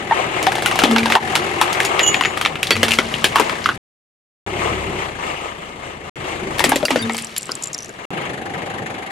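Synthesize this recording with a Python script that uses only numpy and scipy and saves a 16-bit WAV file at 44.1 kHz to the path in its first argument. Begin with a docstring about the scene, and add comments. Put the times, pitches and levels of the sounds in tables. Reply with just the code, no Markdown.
"""On an asphalt road, heard in four short shots cut apart by silence, a car creeps past with a chugging engine.
The tyre breaks a china plate of sweets, rolls over a rubber snake, snaps two pairs of spectacles whose lens
rattles to rest, and nears a soft pink lump. Breaks are filtered noise bursts, china and glass are fading
sine waves, and the engine is noise and low tones that pulse with each firing."""
import sys
import numpy as np
from scipy import signal
from scipy.fft import rfft, irfft, next_fast_len
from scipy.io import wavfile
from scipy.ndimage import uniform_filter1d, map_coordinates

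SR = 44100
rng = np.random.default_rng(int(sys.argv[2]) if len(sys.argv) > 2 else 0)


def put_to_file(sound):
    """Save the sound as 16-bit audio at rate SR, in the file named by the first command-line argument."""
    columns = np.atleast_2d(sound).T  # one column per channel
    safe = np.clip(columns, -1, 1)
    whole_steps = np.round(safe * 32767)
    wavfile.write(sys.argv[1], SR, whole_steps.astype(np.int16))


N = 401751
T = np.arange(N) / SR  # time of every sample, s

# the four shots: start_s, end_s, firing_s (a moment when a firing begins)
SHOTS = [(-1, 3.777, 0), (4.464, 6.096, 4.47), (6.157, 8.054, 6.16), (8.105, 10, 8.129)]
# breaks under the tyre, with a few late knocks of the lens:
# start_s, level_db, ring_hz, then thud_db, splinter_db, ring_db above that level
BREAKS_AND_KNOCKS = [(0.1107, -12, 796, -30, -40, 8.5), (0.428, -10.5, 751, -8, -1.5, -8.5),
                     (0.468, 3, 760, -30, -20, -9), (0.52, -3.5, 783, -28, -13.5, -9.5),
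                     (0.554, -5, 820, -22.5, -13, -8.5), (0.583, -8, 800, -10.5, -19, -5),
                     (0.623, -8.5, 789, -11, -5.5, -10), (0.660, -1, 2630, -33, -6, -1),
                     (0.713, -1, 810, -22.5, -14, -11), (0.757, -6.5, 907, -24.5, -9.5, -6),
                     (0.790, 3, 816, -20.5, -9.5, -16.5), (0.819, -2.5, 820, -19.5, -17.5, -10.5),
                     (0.837, 10, 750, -8.5, -16.5, -9), (0.912, -6.5, 744, -1.5, -8.5, -19.5),
                     (0.962, 5.5, 820, -28, -21, -13), (0.983, 0, 905, -29.5, -14.5, -11),
                     (1.032, -11, 2170, -11, -17, -0.5), (1.058, -1, 860, -14, -13.5, -8),
                     (1.101, -1, 850, -17, -13.5, -10), (1.122, 2, 2180, -30.5, -14, -7.5),
                     (1.1531, 6.5, 885, -27.5, -20.5, -5), (1.354, 4.5, 960, -26, -7.5, -12),
                     (1.614, 6.5, 980, -28, -11, -6.5), (1.729, -13.5, 1000, -20, 1, -12),
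                     (1.803, 0, 2190, -23.5, -9.5, -3), (1.831, -7.5, 2130, -21, -11, -6.5),
                     (1.85, -8.5, 840, -19.5, 0, -10), (1.994, 5, 2500, -29, -21, -4.5),
                     (2.144, 2.5, 2500, -24, -26.5, -5.5), (2.21, 3, 1110, -25, -22.5, -8.5),
                     (2.237, -4.5, 2560, -28, -24.5, -5.5), (2.25, -1, 2020, -24.5, -30.5, -5.5),
                     (2.256, -3.5, 2080, -22, -32.5, -1), (2.374, -6, 1890, -16, -10.5, -6.5),
                     (2.413, -1, 2480, -27.5, -13, -8), (2.45, -0.5, 2500, -22, -19.5, -7),
                     (2.46, 4.5, 3100, -30, -29.5, -10), (2.556, -8.5, 2450, -26, -24, -4.5),
                     (2.63, -1, 2790, -37, -7, -3), (2.67, -13.5, 3700, -15, -4, 2.5),
                     (2.707, 8.5, 1800, -14, -13, -13), (2.755, -8.5, 2320, -12, -15, -1),
                     (2.766, -8.5, 2270, -23, -11, -1), (2.831, 9.5, 550, -14, -14.5, -17.5),
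                     (2.883, -4, 2560, -12.5, -10.5, -3), (2.908, -6, 2690, -21.5, -7, 0),
                     (2.919, -1.5, 2480, -23.5, -8.5, -1), (2.936, -6, 2660, -22.5, -7.5, -3),
                     (2.987, 9, 1890, -17.5, -26.5, -23.5), (3.14, -13.5, 2980, -21, -12, 4),
                     (3.243, 5.5, 2820, -11.5, -6.5, 0), (3.358, 3.5, 1010, -20.5, -15, -1.5),
                     (3.384, -6, 1140, -19.5, -17.5, -2.5), (3.398, 2, 925, -9, -13, -3),
                     (3.496, -2, 1380, -19, -23, -11), (3.642, -12.5, 4700, -25, -20, -2),
                     (3.659, 2.5, 1300, -37.5, -24, -2.5), (3.69, -0.5, 1337, -19.5, -39.5, -3.5),
                     (6.584, -11.5, 3300, -17, -4.5, -6), (6.594, -1.5, 3300, -14, -9.5, -4),
                     (6.604, -6, 950, -19, -11.5, -3), (6.6407, 6.5, 774, -13, -8, -16),
                     (6.694, -9.5, 9600, -8.5, -8.5, 4.5), (6.719, 2, 900, -10, -17.5, -5),
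                     (6.759, -1.5, 530, -8, -7, -9.5), (6.829, -8.5, 556, -6.5, -18, -0.5),
                     (6.853, -8.5, 4700, -27, 5, -3.5), (6.883, -12, 2000, -10, -15, 2),
                     (6.906, -2.5, 970, -8, -6.5, -5.5), (6.959, -3, 530, -3, -11, -4),
                     (7.096, -6, 810, -14, -33, -5.5), (7.146, -13, 780, -16, -6.5, -8.5),
                     (7.18, -16.5, 2910, -29, 5, -16), (7.364, -14, 3370, -37, -3, -2),
                     (7.493, -12, 1070, -8.5, -24.5, -7)]
# landings of a loose china shard that skips on the asphalt: start_s, level_db
SHARD_LANDINGS = [(2.007, -24), (2.031, -6.5), (2.0632, -8.5), (2.076, -5), (2.09, -13.5), (2.114, -26.5),
                  (2.128, -19.5), (2.152, -23.5), (2.165, -18.5), (2.19, -33.5), (2.2244, -29.5),
                  (2.2573, -31), (2.295, -35)]
# notes of the china shard: pitch_hz, level_db, t60_s (time to fade by 60 dB)
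SHARD_NOTES = [(2885, -12.5, .35), (3300, -18, .05), (6218, -19, .1), (6946, 0, .13), (7106, -15, .07),
               (11600, -27, .12)]
# splinters that sing one note until they touch something: start_s, level_db, pitch_hz, length_s
CHIPS = [(0.1093, -14.5, 1838, .006), (0.118, -7.5, 905, .013), (.468, -7.5, 764, 0.025),
         (1.851, -21.5, 6820, .02), (2.717, -16.5, 4510, .032), (2.719, -19.5, 1956, 0.041),
         (2.71, -13.5, 3370, .02), (2.908, -17, 2717, .034), (6.642, -15.5, 7700, .008),
         (6.757, -21.5, 7250, 0.0078), (6.853, -16, 2760, 0.0054), (6.855, -16, 4730, 0.0074),
         (6.99, -25, 4700, 0.035), (6.991, -30, 1580, .045), (7.025, -21.5, 3660, 0.017),
         (7.019, -28, 10200, .016)]
# knocks of the lens as it bounces to rest: start_s, level_db, ring_hz
LENS_KNOCKS = [(7.122, -21.5, 7600), (7.134, -14.5, 7900), (7.168, -11.5, 7800), (7.222, -14.5, 8760),
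               (7.246, -12, 7630), (7.27, -21.5, 5840), (7.3651, -13.5, 7120), (7.377, -12.5, 8160),
               (7.3807, -4.5, 11030), (7.41, -21, 7900), (7.421, -19, 8250), (7.43, -16, 7600),
               (7.456, -19, 7780), (7.468, -23, 7670), (7.512, -22.5, 5550), (7.5175, -6.5, 5040),
               (7.553, -11.5, 7710), (7.6242, -15, 7100), (7.6358, -9.5, 7170), (7.64, -8, 7110),
               (7.657, -17, 7140), (7.672, -17, 7330), (7.682, -23, 7240), (7.7318, -11.5, 6940),
               (7.7415, -17, 5800), (7.746, -7.5, 5600), (7.7797, -17, 6500), (7.788, -18, 5860),
               (7.8054, -22, 5900), (7.823, -25, 6000), (7.8302, -20, 6000), (7.8457, -18.5, 6060),
               (7.8583, -24, 7160), (7.883, -29, 5760), (7.8931, -23, 7150)]
# notes of the lens shared by all knocks: pitch_hz, level_db, t60_s
LENS_NOTES = [(5900, -4, .014), (7250, -6, 0.034), (10700, -9, 0.015)]
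# crumbling between the breaks, and grit under the skittering lens, one curve each: time_s, level_db
CRUMBLE_LEVEL = [
    [(.38, -44), (.9, -36), (1.3, -38), (2.6, -46), (2.9, -33), (3.74, -40)],
    [(6.54, -45.5), (7.2, -39.5), (7.45, -41), (7.95, -48.5)],
]
# tone colour of the crumbling: pitch_hz, level_db
GRIT_COLOUR = [(710, -48.5), (1200, -26), (2760, -12), (11700, -14.5), (16000, -40)]
# shudders of the tyre wall as it drops off a broken piece: start_s, level_db, band_top_hz, t60_s
JOLTS = [(0.881, -19.5, 292, 0.36), (2.73, -22.5, 106, 1), (6.642, -14.5, 290, 0.74),
         (6.902, -17.5, 294.4, 0.41), (7.002, -25, 114, 0.35)]
# hums of the air ring inside the tyre, set off by a jolt: peak_s, level_db, swell_s, t60_s
TYRE_HUMS = [(.93, -23, 0.12, 0.78), (2.78, -36.5, .07, 2.5), (7.05, -31, 0.12, 0.61)]
# the two notes of that air ring: pitch_hz, level_db
TYRE_NOTES = [(228, 9.5), (447, -2)]
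# engine speed: time_s, firings_per_s
ENGINE_SPEED = [(0, 43), (.6, 38), (1.6, 43), (2, 41), (2.4, 32), (2.9, 27.5), (3.8, 32), (4.46, 33),
                (4.7, 37.5), (5.25, 26.5), (5.5, 29), (6.1, 28), (6.16, 25), (6.6, 28), (7.1, 22),
                (8.06, 20.5), (8.1, 24.6), (9.11, 24.8)]
# low tones of the engine: multiple of the firing rate, level_db
ENGINE_TONES = [(1, -1.5), (2, 1), (3, 0), (5, -9)]
# engine loudness as the car creeps past, one curve a shot: time_s, block_db, exhaust_db
ENGINE_LEVEL = [
    [(0, -25, -32), (.8, -24.5, -30.5), (1.3, -20, -31), (2, -21.5, -32.5), (2.55, -30, -32.5),
     (3.2, -26.5, -32), (3.52, -22.5, -33), (3.77, -28, -33)],
    [(4.47, -26, -32), (4.9, -25, -29.5), (5.3, -28.5, -37), (5.6, -32, -39.5), (6.09, -33, -37)],
    [(6.16, -32, -35), (6.5, -27, -29.5), (7, -26.5, -35), (7.3, -41, -43.5), (8.05, -36.5, -39.5)],
    [(8.11, -31.5, -29.5), (8.9, -32, -30.5), (9.11, -34.5, -39)],
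]
# how each shot hears the engine: valves_db above the block, hum_db above the exhaust,
# clatter (0-1), further_left_db
SHOT_MIX = [(-13.5, -14, 0.37, 1), (-13, -6, 0.32, 0.55), (-11, -11, 0.4, 0.5), (-10.5, -30, 0.65, -1)]
# tone colours of exhaust, engine block, steady valve hiss and tappet ticks: pitch_hz, level_db
EXHAUST_COLOUR = [(40, -27), (90, -9), (150, -5.5), (285, -10), (350, -9), (800, -15.5), (1600, -120)]
BLOCK_COLOUR = [(210, -28.5), (350, -5.5), (437, -6.5), (1260, -6), (1450, -16), (1900, -12.5), (2130, -7),
                (2450, -13), (2850, -11), (5000, -33.5), (6500, -73), (11000, -120)]
VALVE_COLOUR = [(2000, -30), (3600, -3), (5200, -6.5), (6500, -3), (8600, -7), (12200, -20.5), (16000, -31)]
TAPPET_COLOUR = [(880, -41.5), (1500, -1), (1780, 2.5), (2940, -16), (3400, -12), (3900, -13.5),
                 (5600, -22.5), (6400, -17), (7400, -20.5), (9500, -24), (10400, -21), (16000, -51)]
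# how alike left and right are in the engine noise: pitch_hz, likeness (0-1)
LIKENESS = [(40, .6), (150, 0.99), (350, 0.8), (1000, 0.32), (8000, 0.52), (15000, 0.73)]
# how much louder the engine noise is on the left: pitch_hz, left_minus_right_db
LEFTWARD = [(60, 2), (380, 0.5), (1300, 7), (2400, 6.5), (5000, 3), (15000, 1)]
# low booming along with the engine; in the last shot a rumble of the nearing engine:
# start_s, end_s, low_note_db, high_note_db (both above the block)
BOOMS = [(0, 2.9, -11.5, -11), (4.47, 5.04, -7, -15.5), (6.3, 6.8, -6, -15), (8.11, 9.3, -23, -5.5)]
# the two broad notes of the booming: pitch_hz, width_hz
BOOM_NOTES = [(365, 59), (780, 100)]
# brief dips in the level of the steadier sounds: middle_s, change_db, half_width_s
DIPS = [(1.19, -13.5, 0.02), (6.87, -18, 0.019)]

CRACK_DB = -4  # the dry crack, against the level of its break
BREAK_T60_S = 0.088  # basic fading time, stretched a little for each layer
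SNAP, SNAP_T60_S = 4.16, 0.0056  # the first instant is the hardest: its excess strength and fading time
BLOW = 17  # strength of the single blow that starts ring, crack and splinters
SHARD_DAMP_DB, SHARD_DAMP_S = -3, .004  # each landing takes this much from the ringing, within this time
CHIP_T60_S = 0.21
SHOWER_DB, SHOWER_T60_S = -11, 0.097  # debris after a break or knock, above its splinters
HUM_GROWTH, HUM_PIVOT_DB = 0.71, -36  # extra dB of hum for each dB of the exhaust above this level
PATCHY_DB = 1.86  # typical change of the engine noise from patch to patch
BOOM_FADE_S = 0.12
TOP_HZ = 16300  # nothing above this pitch is kept


def amp(db):
    """Turns decibels into a gain."""
    return 10 ** (np.asarray(db) / 20)


def unit(x):
    """Brings the average (rms) strength to 1."""
    return x / np.sqrt(np.mean(x ** 2) + 1e-20)


def along(points, hz):
    """Reads a curve of (pitch, value) points on a logarithmic pitch axis."""
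    f, v = np.transpose(points)
    return np.interp(np.log(hz + 1), np.log(f + 1), v)


def curves(tables):
    """Gives each column a value at every sample, from tables that follow one another."""
    columns = -120  # practically silent outside the tables
    for rows in tables:
        s, *values = np.transpose(rows)
        inside = (T >= s[0] - .02) & (T <= s[-1] + .02)
        columns = np.where(inside, [np.interp(T, s, v) for v in values], columns)
    return columns


def wobble(rate):
    """Draws a smooth random curve with rate random points a second."""
    return map_coordinates(rng.standard_normal(int(N * rate / SR) + 4), [T * rate])


def filtered(x, response):
    """Multiplies the spectrum of x by a function of pitch."""
    m = next_fast_len(N + SR // 4)
    return irfft(rfft(x, m) * response(np.fft.rfftfreq(m, 1 / SR)), m)[..., :N]


def band(x, lo_hz, hi_hz):
    """Keeps the pitches between two limits and brings the peak to 1."""
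    sos = signal.butter(2, [lo_hz, hi_hz], "bandpass", fs=SR, output="sos")
    y = signal.sosfilt(sos, x)
    return y / np.abs(y).max()


def ring(notes, t, scatter_db):
    """Rings a struck object: fading sine waves of slightly random strength, with a very quick swell."""
    rise = 1 - np.exp(-t / .0005)
    total = 0
    for hz, db, t60 in notes:
        level_db = db + rng.normal(0, scatter_db) - 60 * t / t60
        total = total + amp(level_db) * np.sin(2 * np.pi * hz * t)
    return rise * total


def burst(t, t60, spread):
    """Makes a fading noise burst; spread is the strength of the part that differs between left and right."""
    noise = rng.standard_normal(len(t)) + spread * rng.standard_normal((2, len(t)))
    return amp(-60 * t / t60) * noise


def add(out, s, sound, pan_db=0.):
    """Lays a sound into the stereo track; positive pan_db leans left."""
    out[:, round(s * SR):][:, :sound.shape[-1]] += amp([[pan_db / 2], [-pan_db / 2]]) * sound


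def cracks():
    """Breaks and a few lens knocks are bursts: a thud, a damped ring, a crack with chance notes, splinters."""
    out, t = np.zeros((2, N + SR)), np.arange(SR // 8) / SR
    blow = BLOW * (t == 0)
    snap = 1 + SNAP * amp(-60 * t / SNAP_T60_S)
    for s, db, hz, thud_db, splinter_db, ring_db in BREAKS_AND_KNOCKS:
        struck = blow + snap * burst(t, 1.05 * BREAK_T60_S, spread=0.24)
        piece = amp(ring_db) * band(struck, hz * 0.85, hz * 1.165)
        thud = amp(thud_db) * band(snap * burst(t, 1.2 * BREAK_T60_S, spread=0.12), 230, 600)
        fracture = blow + snap * burst(t, 1.34 * BREAK_T60_S, spread=0.3)
        facets_hz = 1250 * 2.694 ** rng.random(4)
        facets = sum(band(fracture, f * 0.923, f * 1.08) for f in facets_hz)
        crack = amp(CRACK_DB) * (0.82 * band(fracture, 850, 3200) + 0.2 * facets)
        bright = blow + snap * burst(t, 1.5 * BREAK_T60_S, spread=.45)
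        splinters = amp(splinter_db) * band(bright, 4300, 11500)
        add(out, s, amp(db) * (piece + thud + crack + splinters), pan_db=rng.normal(2.6, 2.8))
    return out[:, :N]


def china_shard():
    """Hard china rings clearly on its own notes, and every later landing damps the ringing."""
    out, t = np.zeros((2, N + SR)), np.arange(SR // 4) / SR
    for s, db in SHARD_LANDINGS:
        damp_db = sum(SHARD_DAMP_DB * np.clip((t + s - later) / SHARD_DAMP_S, 0, 1)
                      for later, _ in SHARD_LANDINGS if later > s)
        ringing = amp(damp_db) * ring(SHARD_NOTES, t, scatter_db=4.0)
        tick = 0.13 * band(burst(t, 0.022, spread=.4), 4000, 8500)
        add(out, s, amp(db) * (ringing + tick), pan_db=-4.0)
    return out[:, :N]


def chips():
    """Each small splinter sings a note with a close, weaker neighbour until a touch damps it."""
    out, t = np.zeros((2, N + SR)), np.arange(SR // 4) / SR
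    for s, db, hz, length in CHIPS:
        touch_db = -40 * np.clip((t - length) / 0.016, 0, 1)
        note = ring([(hz, 0, CHIP_T60_S), (hz * 1.014, -9, CHIP_T60_S)], t, scatter_db=0.0)
        tick = 0.56 * band(burst(t, 0.038, spread=.4), hz * 1.1, hz * 1.7)
        add(out, s, amp(db + touch_db) * (note + tick))
    return out[:, :N]


def lens_rattle():
    """The bouncing lens rings rough and short: brief notes mixed with narrow and bright noise."""
    out, t = np.zeros((2, N + SR)), np.arange(SR // 4) / SR
    for s, db, hz in LENS_KNOCKS:
        notes = 0.24 * ring(LENS_NOTES + [(hz, 0, .021)], t, scatter_db=4.5)
        rough = 0.61 * band(5 * (t == 0) + burst(t, .016, spread=.4), hz * .93, hz * 1.07)
        tick = band(4 * (t == 0) + burst(t, 0.01, spread=.4), 4100, 9500)
        bright = 0.58 * band(tick, 3500, 12500)
        add(out, s, amp(db) * (notes + rough + bright), pan_db=1.7)
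    return out[:, :N]


def crumble():
    """Tiny fractures, each a few cycles at its own pitch: a thin bed, and a shower after each break or knock."""
    after = np.zeros(N)
    for s, db, *_, splinter_db, _ in BREAKS_AND_KNOCKS:
        after[round(s * SR)] = amp(db + splinter_db + SHOWER_DB)
    shower = signal.lfilter([1], [1, -amp(-60 / (SHOWER_T60_S * SR))], after)
    load = amp(curves(CRUMBLE_LEVEL)) + shower
    when, tone, size, side = rng.random((4, 40000))  # one column for each grain
    t, hz = np.arange(100) / SR, (1500 * 8 ** tone)[:, None]
    cycles, uneven_db = 4.5, 3.6
    grain_db = -uneven_db * np.log(size + 0.025)[:, None] - 60 * t * hz / (3 * cycles)
    grain = amp(grain_db) * np.sin(2 * np.pi * hz * t)
    at = ((when * N).astype(int)[:, None] + np.arange(len(t))).ravel()
    pair = [np.bincount(at, (grain * way[:, None]).ravel(), N + len(t))[:N]
            for way in (.3 + side, 1.3 - side)]  # left and right
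    return load * unit(filtered(np.array(pair), lambda hz: amp(along(GRIT_COLOUR, hz))))


def jolts():
    """The tyre wall gives low shudders: fading noise in one resonance."""
    out, t = np.zeros((2, N + SR)), np.arange(SR // 2) / SR
    for s, db, hz, t60 in JOLTS:
        noise = amp(-60 * t / t60) * rng.standard_normal(len(t))
        add(out, s, amp(db) * band(noise, hz * 0.826, hz), pan_db=4.0)
    return out[:, :N]


def tyre():
    """The air ring hums on nearly a pure tone with a weaker second one; it swells, then dies away."""
    hum = sum(amp(db + 1.63 * wobble(25)) * np.sin(2 * np.pi * hz * T + 0.46 * wobble(5.4))
              for hz, db in TYRE_NOTES)
    level = 0
    for s, db, swell, t60 in TYRE_HUMS:
        rise = np.clip(1 + (T - s) / swell, 0, 1) ** 2
        level = level + amp(db - 60 * np.maximum(T - s, 0) / t60) * rise
    return level * np.sqrt(2) * hum * amp([[.8], [-.8]])


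def patches():
    """Makes two noises whose strength varies together in patches of pitch and time."""
    z = signal.stft(rng.standard_normal((2, N)), nperseg=256)[2]
    field = uniform_filter1d(rng.standard_normal(z.shape[1:]), size=4, axis=0)
    field = uniform_filter1d(field, size=6, axis=1)
    return signal.istft(z * amp(PATCHY_DB * unit(field)), nperseg=256)[1][:, :N]


def from_engine(gate, colour_table, lead_s):
    """Makes gated, coloured noise that reaches the left side first and louder."""
    def mid_and_side(hz):
        turn = np.arccos(np.clip(along(LIKENESS, hz), -1, 1)) / 2
        return amp(along(colour_table, hz)) * [np.cos(turn), np.sin(turn)]

    def lean_left(hz):
        way = np.array([[.5], [-.5]])
        return amp(way * along(LEFTWARD, hz)) * np.exp(2j * np.pi * hz * lead_s * way)

    mid, side = filtered(gate * patches(), mid_and_side)
    return unit(filtered(np.array([mid + side, mid - side]), lean_left))


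def engine():
    """Firings drive low tones, plus noise puffs and tappet ticks of random strength, over a valve hiss."""
    turns = np.cumsum(np.interp(T, *np.transpose(ENGINE_SPEED))) / SR  # firings so far
    for start, _, firing in SHOTS:
        turns[T > start] -= turns[round(firing * SR)] % 1
    hum = sum(amp(db + 3.2 * wobble(4)) * np.sin(2 * np.pi * k * turns) for k, db in ENGINE_TONES)
    strength = amp(1.2 * rng.standard_normal(int(N * 45 / SR)))[turns.astype(int)]
    phase = turns % 1

    def puff(sharp):
        return strength * sharp * phase * np.exp(1 - sharp * phase)

    shot = sum(T > start for start, *_ in SHOTS) - 1
    block_db, exhaust_db = curves(ENGINE_LEVEL)
    valves_db, hum_db, clatter, left_db = np.transpose(SHOT_MIX)[:, shot]
    valves_db = valves_db + block_db
    hum_db = hum_db + exhaust_db + HUM_GROWTH * (exhaust_db - HUM_PIVOT_DB)
    clatter = np.clip(clatter, 0, 1)
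    alive_db = 2.5 * wobble(13)
    exhaust = from_engine(0.8 + .25 * puff(sharp=4.9), EXHAUST_COLOUR, lead_s=0.000068)
    block = from_engine(1 + 1.5 * clatter * puff(sharp=3.5), BLOCK_COLOUR, lead_s=0.00037)
    valves = from_engine(1, VALVE_COLOUR, lead_s=0.000258)
    tappets = from_engine(.15 + puff(sharp=6.), TAPPET_COLOUR, lead_s=.00028)
    out = amp(exhaust_db) * exhaust + amp(block_db + alive_db) * block
    out += amp(valves_db + alive_db) * (1 - clatter) * valves
    out += amp(valves_db + 12) * clatter * tappets
    out += amp(hum_db) * hum * amp([[2.6], [-2.6]])
    return out * amp([left_db / 2, -left_db / 2])


def boom():
    """Low booming goes along with the engine: noise in two resonances that follows the block's level."""
    notes = [unit(band(rng.standard_normal(N), hz - width / 2, hz + width / 2)) for hz, width in BOOM_NOTES]
    level = 0
    for start, end, *notes_db in BOOMS:
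        fade = np.clip(1 + np.minimum(T - start, end - T) / BOOM_FADE_S, 0, 1)
        level = level + fade * amp(notes_db)[:, None]
    block_db = curves(ENGINE_LEVEL)[0]
    return amp(block_db) * np.sum(level * notes, axis=0) * amp([[.6], [-.6]])


def scene():
    """Adds all sources; the brief dips touch only the crumbling, tyre hum, engine and boom."""
    dip_db = sum(db * np.exp(-((T - s) / width) ** 2) for s, db, width in DIPS)
    struck = cracks() + china_shard() + chips() + lens_rattle() + jolts()
    return struck + amp(dip_db) * (crumble() + tyre() + engine() + boom())


def record(dry):
    """The microphone loses the deepest bass, loud peaks are flattened, and silence parts the shots."""
    bass_hz = 45
    dry = filtered(dry, lambda hz: (1j * hz / (bass_hz + 1j * hz)) ** 2)
    clipped = dry / (1 + np.abs(dry) ** 8) ** (1 / 8)
    on = sum((T > start) & (T < end) for start, end, _ in SHOTS)
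    return on * filtered(clipped, lambda hz: hz < TOP_HZ)


dry = scene()
out = record(dry)
put_to_file(out)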